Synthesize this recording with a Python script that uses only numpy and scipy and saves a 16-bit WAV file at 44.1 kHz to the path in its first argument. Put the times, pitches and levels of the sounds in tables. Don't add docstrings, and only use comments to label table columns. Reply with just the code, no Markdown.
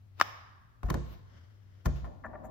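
import sys
import numpy as np
from scipy import signal
from scipy.fft import rfft, irfft
from scipy.io import wavfile

SR = 44100
rng = np.random.default_rng(int(sys.argv[2]) if len(sys.argv) > 2 else 0)


def digitize_waveform(pressure):
    field = np.atleast_2d(pressure).T
    bounded = np.clip(field, -1, 1)
    quanta = np.round(bounded * 32767).astype(np.int16)
    wavfile.write(sys.argv[1], SR, quanta)


N = 110250
T = np.arange(N) / SR
HZ = np.maximum(np.arange(N // 2 + 1) * SR / N, 1)
TREBLE_HZ = 2585


def from_db(db):
    return 10 ** (np.asarray(db) / 20)


def unit_rms(x):
    return x / np.sqrt(np.mean(x ** 2) + 1e-20)


def at_hz(points, hz):
    freqs_hz, values = np.transpose(points)
    return np.interp(np.log(hz), np.log(freqs_hz), values)


def gain_curve(points):
    return from_db(np.interp(T, *np.transpose(points)))


def pan(db):
    return from_db([[db / 2], [-db / 2]])


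def drift(rate_hz):
    return unit_rms(irfft(rfft(rng.standard_normal(N)) / (1 + (HZ / rate_hz) ** 4), N))


def two_ears():
    # (frequency [Hz], left-right correlation)
    likeness = [(60, 0.16), (300, 0.098), (1000, -0.2), (5000, 0.069), (9000, -0.98), (14000, 0.27)]
    mid, side = rfft(rng.standard_normal((2, N)))
    alike = np.clip(at_hz(likeness, HZ), -1, 1)
    return np.sqrt(1 + alike) * mid + np.sqrt(1 - alike) * side * [[1], [-1]]


def noise(spectrum, treble_db=0):
    x = unit_rms(irfft(from_db(at_hz(spectrum, HZ)) * two_ears(), N))
    return irfft(rfft(x) * from_db(treble_db / (1 + (TREBLE_HZ / HZ) ** 2)), N)


def swell(peak_s, rise_s, t60_s):
    db = np.minimum(20 * (T - peak_s) / rise_s, -60 * (T - peak_s) / t60_s)
    return from_db(np.maximum(db, -200))


def swells(rows):
    return sum(from_db(db) * swell(peak_s, rise_s, t60_s) for peak_s, db, rise_s, t60_s in rows)


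def push(start_s, length_s):
    return np.sin(np.pi * np.clip((T - start_s) / length_s, 0, 1))


def ring(force, hz, t60_s):
    r, w = np.exp(-np.log(1000) / (t60_s * SR)), 2 * np.pi * hz / SR
    return signal.lfilter([0, np.sin(w)], [1, -2 * r * np.cos(w), r * r], force + 1e-18)


def slap():
    # (time [s], level [dB])
    contacts = [(0.2004, -22.5), (0.2012, -26), (0.2090, -27), (0.2126, -1)]
    # (frequency [Hz], gain [dB], t60 [s])
    modes = [(800, -23, 0.0028), (1268, -4, 0.0077), (1740, -5.5, 0.0063), (3700, -22.5, 0.0034),
             (5130, -17.5, 0.0053), (7917, -40, 0.0036), (14327, -34, 0.004)]
    # (peak time [s], level [dB], rise [s], t60 [s])
    squeezes = [(0.2, -31, 0.0047, .02), (0.224, -40, .008, 0.022)]
    # (frequency [Hz], density [dB])
    wet_spectrum = [(100, -14), (310, -1.5), (470, -20), (700, -7.5), (1300, 6.5), (2000, -6.5),
                    (3000, -6.5), (5500, -17), (9000, -30.5), (14500, -24), (17000, -36)]
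    clicks = np.zeros(N)
    for at_s, db in contacts:
        clicks[int(at_s * SR)] += from_db(db)
    pop = sum(from_db(db) * ring(clicks, hz, t60_s) for hz, db, t60_s in modes)
    pop = signal.sosfilt(signal.butter(3, 620, "high", fs=SR, output="sos"), pop)
    spray = sum(from_db(db - 22) * swell(at_s, rise_s=0.0008, t60_s=0.044) for at_s, db in contacts)
    return pop + (spray + swells(squeezes)) * noise(wet_spectrum)


def splats():
    # (time [s], level [dB], rise [s], t60 [s], treble [dB], pan [dB], blow [dB], lowest mode [dB])
    landings = [(0.8325, -32, 0.0021, 0.029, -12.5, 4.5, -55, 5),
                (0.863, -53, 0.033, 0.29, -0.5, 0, -57, 8),
                (0.896, -38.5, 0.022, 0.037, -29, 10.5, -72, -6),
                (0.9030, -31, 0.0044, 0.021, 5, 3, -23.5, -24),
                (0.9427, -32, 0.001, 0.018, 3.5, 2, -34, -7),
                (1.8592, -32, 0.0068, 0.041, 2.5, 3, -28, -0.5),
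                (2.045, -43.5, 0.0022, 0.16, -17, 4, -47, -7)]
    # (frequency [Hz], density [dB])
    spectrum = [(150, 8.5), (400, 1.5), (520, -7.5), (830, 2.5), (1080, 2), (1450, 4.5), (1800, -11),
                (2500, -11), (4000, -16), (6500, -12), (9500, -22.5), (14500, -16), (17000, -37)]
    # (frequency [Hz], gain [dB], t60 [s])
    knock_modes = [(709, -7, 0.077), (1046, -2.5, 0.028), (1387, -14.5, 0.028), (1762, -6, 0.028),
                   (3074, -26, 0.042), (3880, -14.5, 0.0041)]
    grain_db, grain_drive_db = 3, -25
    grain = unit_rms(from_db(grain_db * drift(250)))
    out = 0
    for at_s, db, rise_s, t60_s, treble_db, pan_db, blow_db, lowest_db in landings:
        contact = from_db(db) * grain * swell(at_s, rise_s, t60_s)
        blow = from_db(blow_db) * (np.arange(N) == int(at_s * SR))
        force = blow + from_db(grain_drive_db) * contact * rng.standard_normal(N)
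        knock = 0
        for k, (hz, mode_db, mode_t60_s) in enumerate(knock_modes):
            gain = from_db(mode_db + lowest_db * (k == 0) + treble_db * (hz > TREBLE_HZ))
            knock += gain * ring(force, hz, mode_t60_s)
        out += pan(pan_db) * (contact * noise(spectrum, treble_db) + knock)
    return out


def table_boom():
    # (time [s], impulse [dB], length [s], shudder [dB])
    thuds = [(0.8382, -23, 0.0099, -42), (0.885, -42, 0.0021, -38.5), (0.9064, -34.5, 0.0022, -31),
             (0.943, -39, 0.0023, -32), (1.8629, -23, 0.00476, -30.5)]
    # (frequency [Hz], gain [dB], t60 [s], pan [dB])
    modes = [(53, -13, 0.079, 7), (59.66, -3, 0.83, 0), (82.6, -3, 0.37, 11), (141.9, 1.5, 0.19, 2),
             (172.7, 3, 0.12, -5.5), (265, -4, 0.25, -15), (347.3, -1, 0.28, 13.5), (445, -14, 0.31, -6),
             (612, 6, 0.24, 1)]
    # (frequency [Hz], density [dB])
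    shudder_spectrum = [(40, -45), (100, 3.5), (200, -1), (350, -8.5), (600, -12.5), (1200, -19),
                        (2500, -35.5), (6000, -73)]
    rise_s = 0.0032
    force = shudder = 0
    for at_s, impulse_db, length_s, shudder_db in thuds:
        pulse = push(at_s, length_s)
        force += from_db(impulse_db) * pulse / pulse.sum()
        shudder += from_db(shudder_db) * swell(at_s + rise_s, rise_s, t60_s=0.17)
    boom = sum(from_db(db) * pan(pan_db) * ring(force, hz, t60_s) for hz, db, t60_s, pan_db in modes)
    return boom + shudder * noise(shudder_spectrum)


def scrapes():
    # (time [s], length [s], level [dB], tilt [dB/octave])
    shoves = [(2.235, 0.023, -42, 8), (2.259, 0.0085, -43.5, 6.5), (2.326, 0.022, -48, -1.5),
              (2.346, 0.014, -44.5, 1), (2.431, 0.038, -48, -15)]
    # (frequency [Hz], level [dB], t60 [s])
    modes = [(615.5, 2.5, 0.075), (768, -5.5, 0.031), (896, -3.5, 0.019), (1057, -6, 0.016),
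             (1170, -6, 0.1), (1400, -9.5, 0.027), (1750, -6.5, 0.037)]
    lowpass = signal.butter(6, 1950, fs=SR, output="sos")
    out = 0
    for at_s, length_s, db, tilt_db_oct in shoves:
        friction = push(at_s, length_s) * rng.standard_normal(N)
        force = np.diff(friction, prepend=0)
        body = 0
        for k, (hz, mode_db, t60_s) in enumerate(modes):
            gain = (-1) ** k * from_db(mode_db + tilt_db_oct * np.log2(hz))
            body += gain * unit_rms(ring(force, hz, t60_s))
        out += from_db(db) * unit_rms(signal.sosfilt(lowpass, body)) * np.sqrt(length_s * SR / N)
    return pan(4.5) * out


def handling():
    # (peak time [s], level [dB], rise [s], t60 [s], treble [dB])
    rustles = [(0.192, -59, 0.041, 0.18, -2.5), (1.0, -58, 0.069, 0.36, -27),
               (1.131, -59.5, 0.17, 0.3, -1.5), (1.961, -59, 0.046, 0.47, -3)]
    # (frequency [Hz], density [dB])
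    rustle_spectrum = [(200, -2), (1000, 2.5), (2000, -3), (3000, -2), (5500, -8.5), (9000, -27.5),
                       (14000, -14), (17000, -28)]
    # (time [s], level [dB], t60 [s])
    ticks = [(2.26, -70.5, 0.043), (2.443, -70, 0.039), (2.453, -65, 0.096)]
    # (frequency [Hz], density [dB])
    tick_spectrum = [(2000, -29.5), (5000, -19), (7000, 10.5), (9500, -7), (13500, 4), (17000, -22)]
    rustle = sum(from_db(db) * swell(at_s, rise_s, t60_s) * noise(rustle_spectrum, treble_db)
                 for at_s, db, rise_s, t60_s, treble_db in rustles)
    tick_envelope = sum(from_db(db) * swell(at_s, 0.008, t60_s) for at_s, db, t60_s in ticks)
    return (rustle + tick_envelope * noise(tick_spectrum)) * from_db(2 * drift(150))


def rumble():
    # (time [s], level [dB])
    levels = [(1.9, -82), (2.08, -48.5), (2.21, -61.5), (2.26, -47), (2.35, -49), (2.5, -47.5)]
    # (frequency [Hz], density [dB])
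    spectrum = [(25, -22.5), (60, 7.5), (100, -14.5), (230, -0.5), (450, -14.5), (620, -3), (1100, -16.5),
                (2000, -65.5)]
    return gain_curve(levels) * noise(spectrum)


def soft_swishes():
    # (peak time [s], level [dB], rise [s], t60 [s])
    swishes = [(1.361, -61, 0.25, 1), (1.79, -68, 0.35, 1)]
    # (frequency [Hz], density [dB])
    spectrum = [(150, 9), (450, -0.5), (580, 1.5), (800, -8), (1500, -2), (2100, -5), (2550, -17),
                (3050, -5.5), (4000, -17.5), (5300, -11), (8500, -30), (15000, -56)]
    return swells(swishes) * from_db(drift(40)) * noise(spectrum)


def peeling():
    # (peak time [s], level [dB], rise [s], t60 [s])
    peels = [(0.249, -64.5, 0.035, 0.47), (1.125, -69, 0.11, 0.19)]
    # (frequency [Hz], density [dB])
    spectrum = [(5000, -24), (10000, -14), (12500, 1), (15000, 0.5), (17000, -16.5)]
    return swells(peels) * from_db(1.7 * drift(200)) * noise(spectrum)


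def ventilation():
    # (time [s], gain [dB])
    hum_gains = [(0, 2), (.32, 1.5), (.66, -5.5), (.73, -19), (.81, 1.5), (1.48, 1), (1.62, 2.5), (2.5, -2)]
    # (frequency [Hz], density [dB])
    air_spectrum = [(20, -12), (55, -2), (110, -3), (170, -14), (260, -21), (500, -29), (1000, -31),
                    (2000, -35), (5500, -43), (9500, -48), (14000, -47), (18000, -55)]
    hum_hz, wander_hz = 97.2, 5.6
    hum_db, waver_db, air_db = -54.5, 1, -61.5
    phase = 2 * np.pi * np.cumsum(hum_hz + wander_hz * drift(13)) / SR
    hum = gain_curve(hum_gains) * from_db(hum_db + waver_db * drift(13)) * np.sin(phase)
    return hum + from_db(air_db) * noise(air_spectrum)


def near_reflections(x):
    # (delay [s], left [dB], right [dB])
    bounces = [(.0017, -26.5, -24.5), (.0052, -28.5, -24), (0.013, -29, -24.5)]
    left_lag_s = 0.000068
    echoes = sum(from_db([[left_db], [right_db]]) * np.interp(T - delay_s, T, x.mean(axis=0))
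                 for delay_s, left_db, right_db in bounces)
    lag = np.exp(-2j * np.pi * HZ * np.array([[left_lag_s], [0]]))
    return pan(5) * irfft(rfft(x + echoes) * lag, N)


def classroom(x):
    # (frequency [Hz], t60 [s])
    decays = [(100, 0.85), (500, 0.6), (1400, 1.33), (2300, .8), (3800, 0.91), (6000, 0.61), (13000, 0.17)]
    # (frequency [Hz], gain [dB])
    colour = [(80, 6.5), (250, 5), (600, 5.5), (1500, -1), (3300, 6.5), (6000, 4.5), (9000, -8.5),
              (14000, -3.5)]
    build_s = 0.019
    edges_hz = np.geomspace(40, 17000, 15)
    white = [irfft(two_ears(), N) / np.sqrt(2) for _ in range(2)]
    tail = 0
    for k, (low_hz, high_hz) in enumerate(zip(edges_hz, edges_hz[1:])):
        hz = np.sqrt(low_hz * high_hz)
        fade = np.exp(-np.log(1000) * T / at_hz(decays, hz)) * (1 - np.exp(-T / build_s))
        bandpass = signal.butter(2, [low_hz, high_hz], "band", fs=SR, output="sos")
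        band = signal.sosfilt(bandpass, white[k % 2])
        tail += from_db(at_hz(colour, hz)) * band * fade / np.sqrt(np.sum(fade ** 2))
    return signal.fftconvolve(x, tail, axes=1)[:, :N]


def scene():
    hands, drops, shoves = slap(), splats() + table_boom(), scrapes()
    room = classroom(from_db(-18) * hands + from_db(-14) * drops + from_db(-11.5) * shoves)
    background = pan(4) * (handling() + rumble() + soft_swishes() + ventilation())
    return near_reflections(hands) + drops + shoves + room + background + peeling()


def record(dry):
    x = signal.sosfilt(signal.butter(4, 35, "high", fs=SR, output="sos"), dry)
    return signal.sosfilt(signal.ellip(10, .1, 80, 16200, fs=SR, output="sos"), x)


dry = scene()
out = record(dry)
digitize_waveform(out)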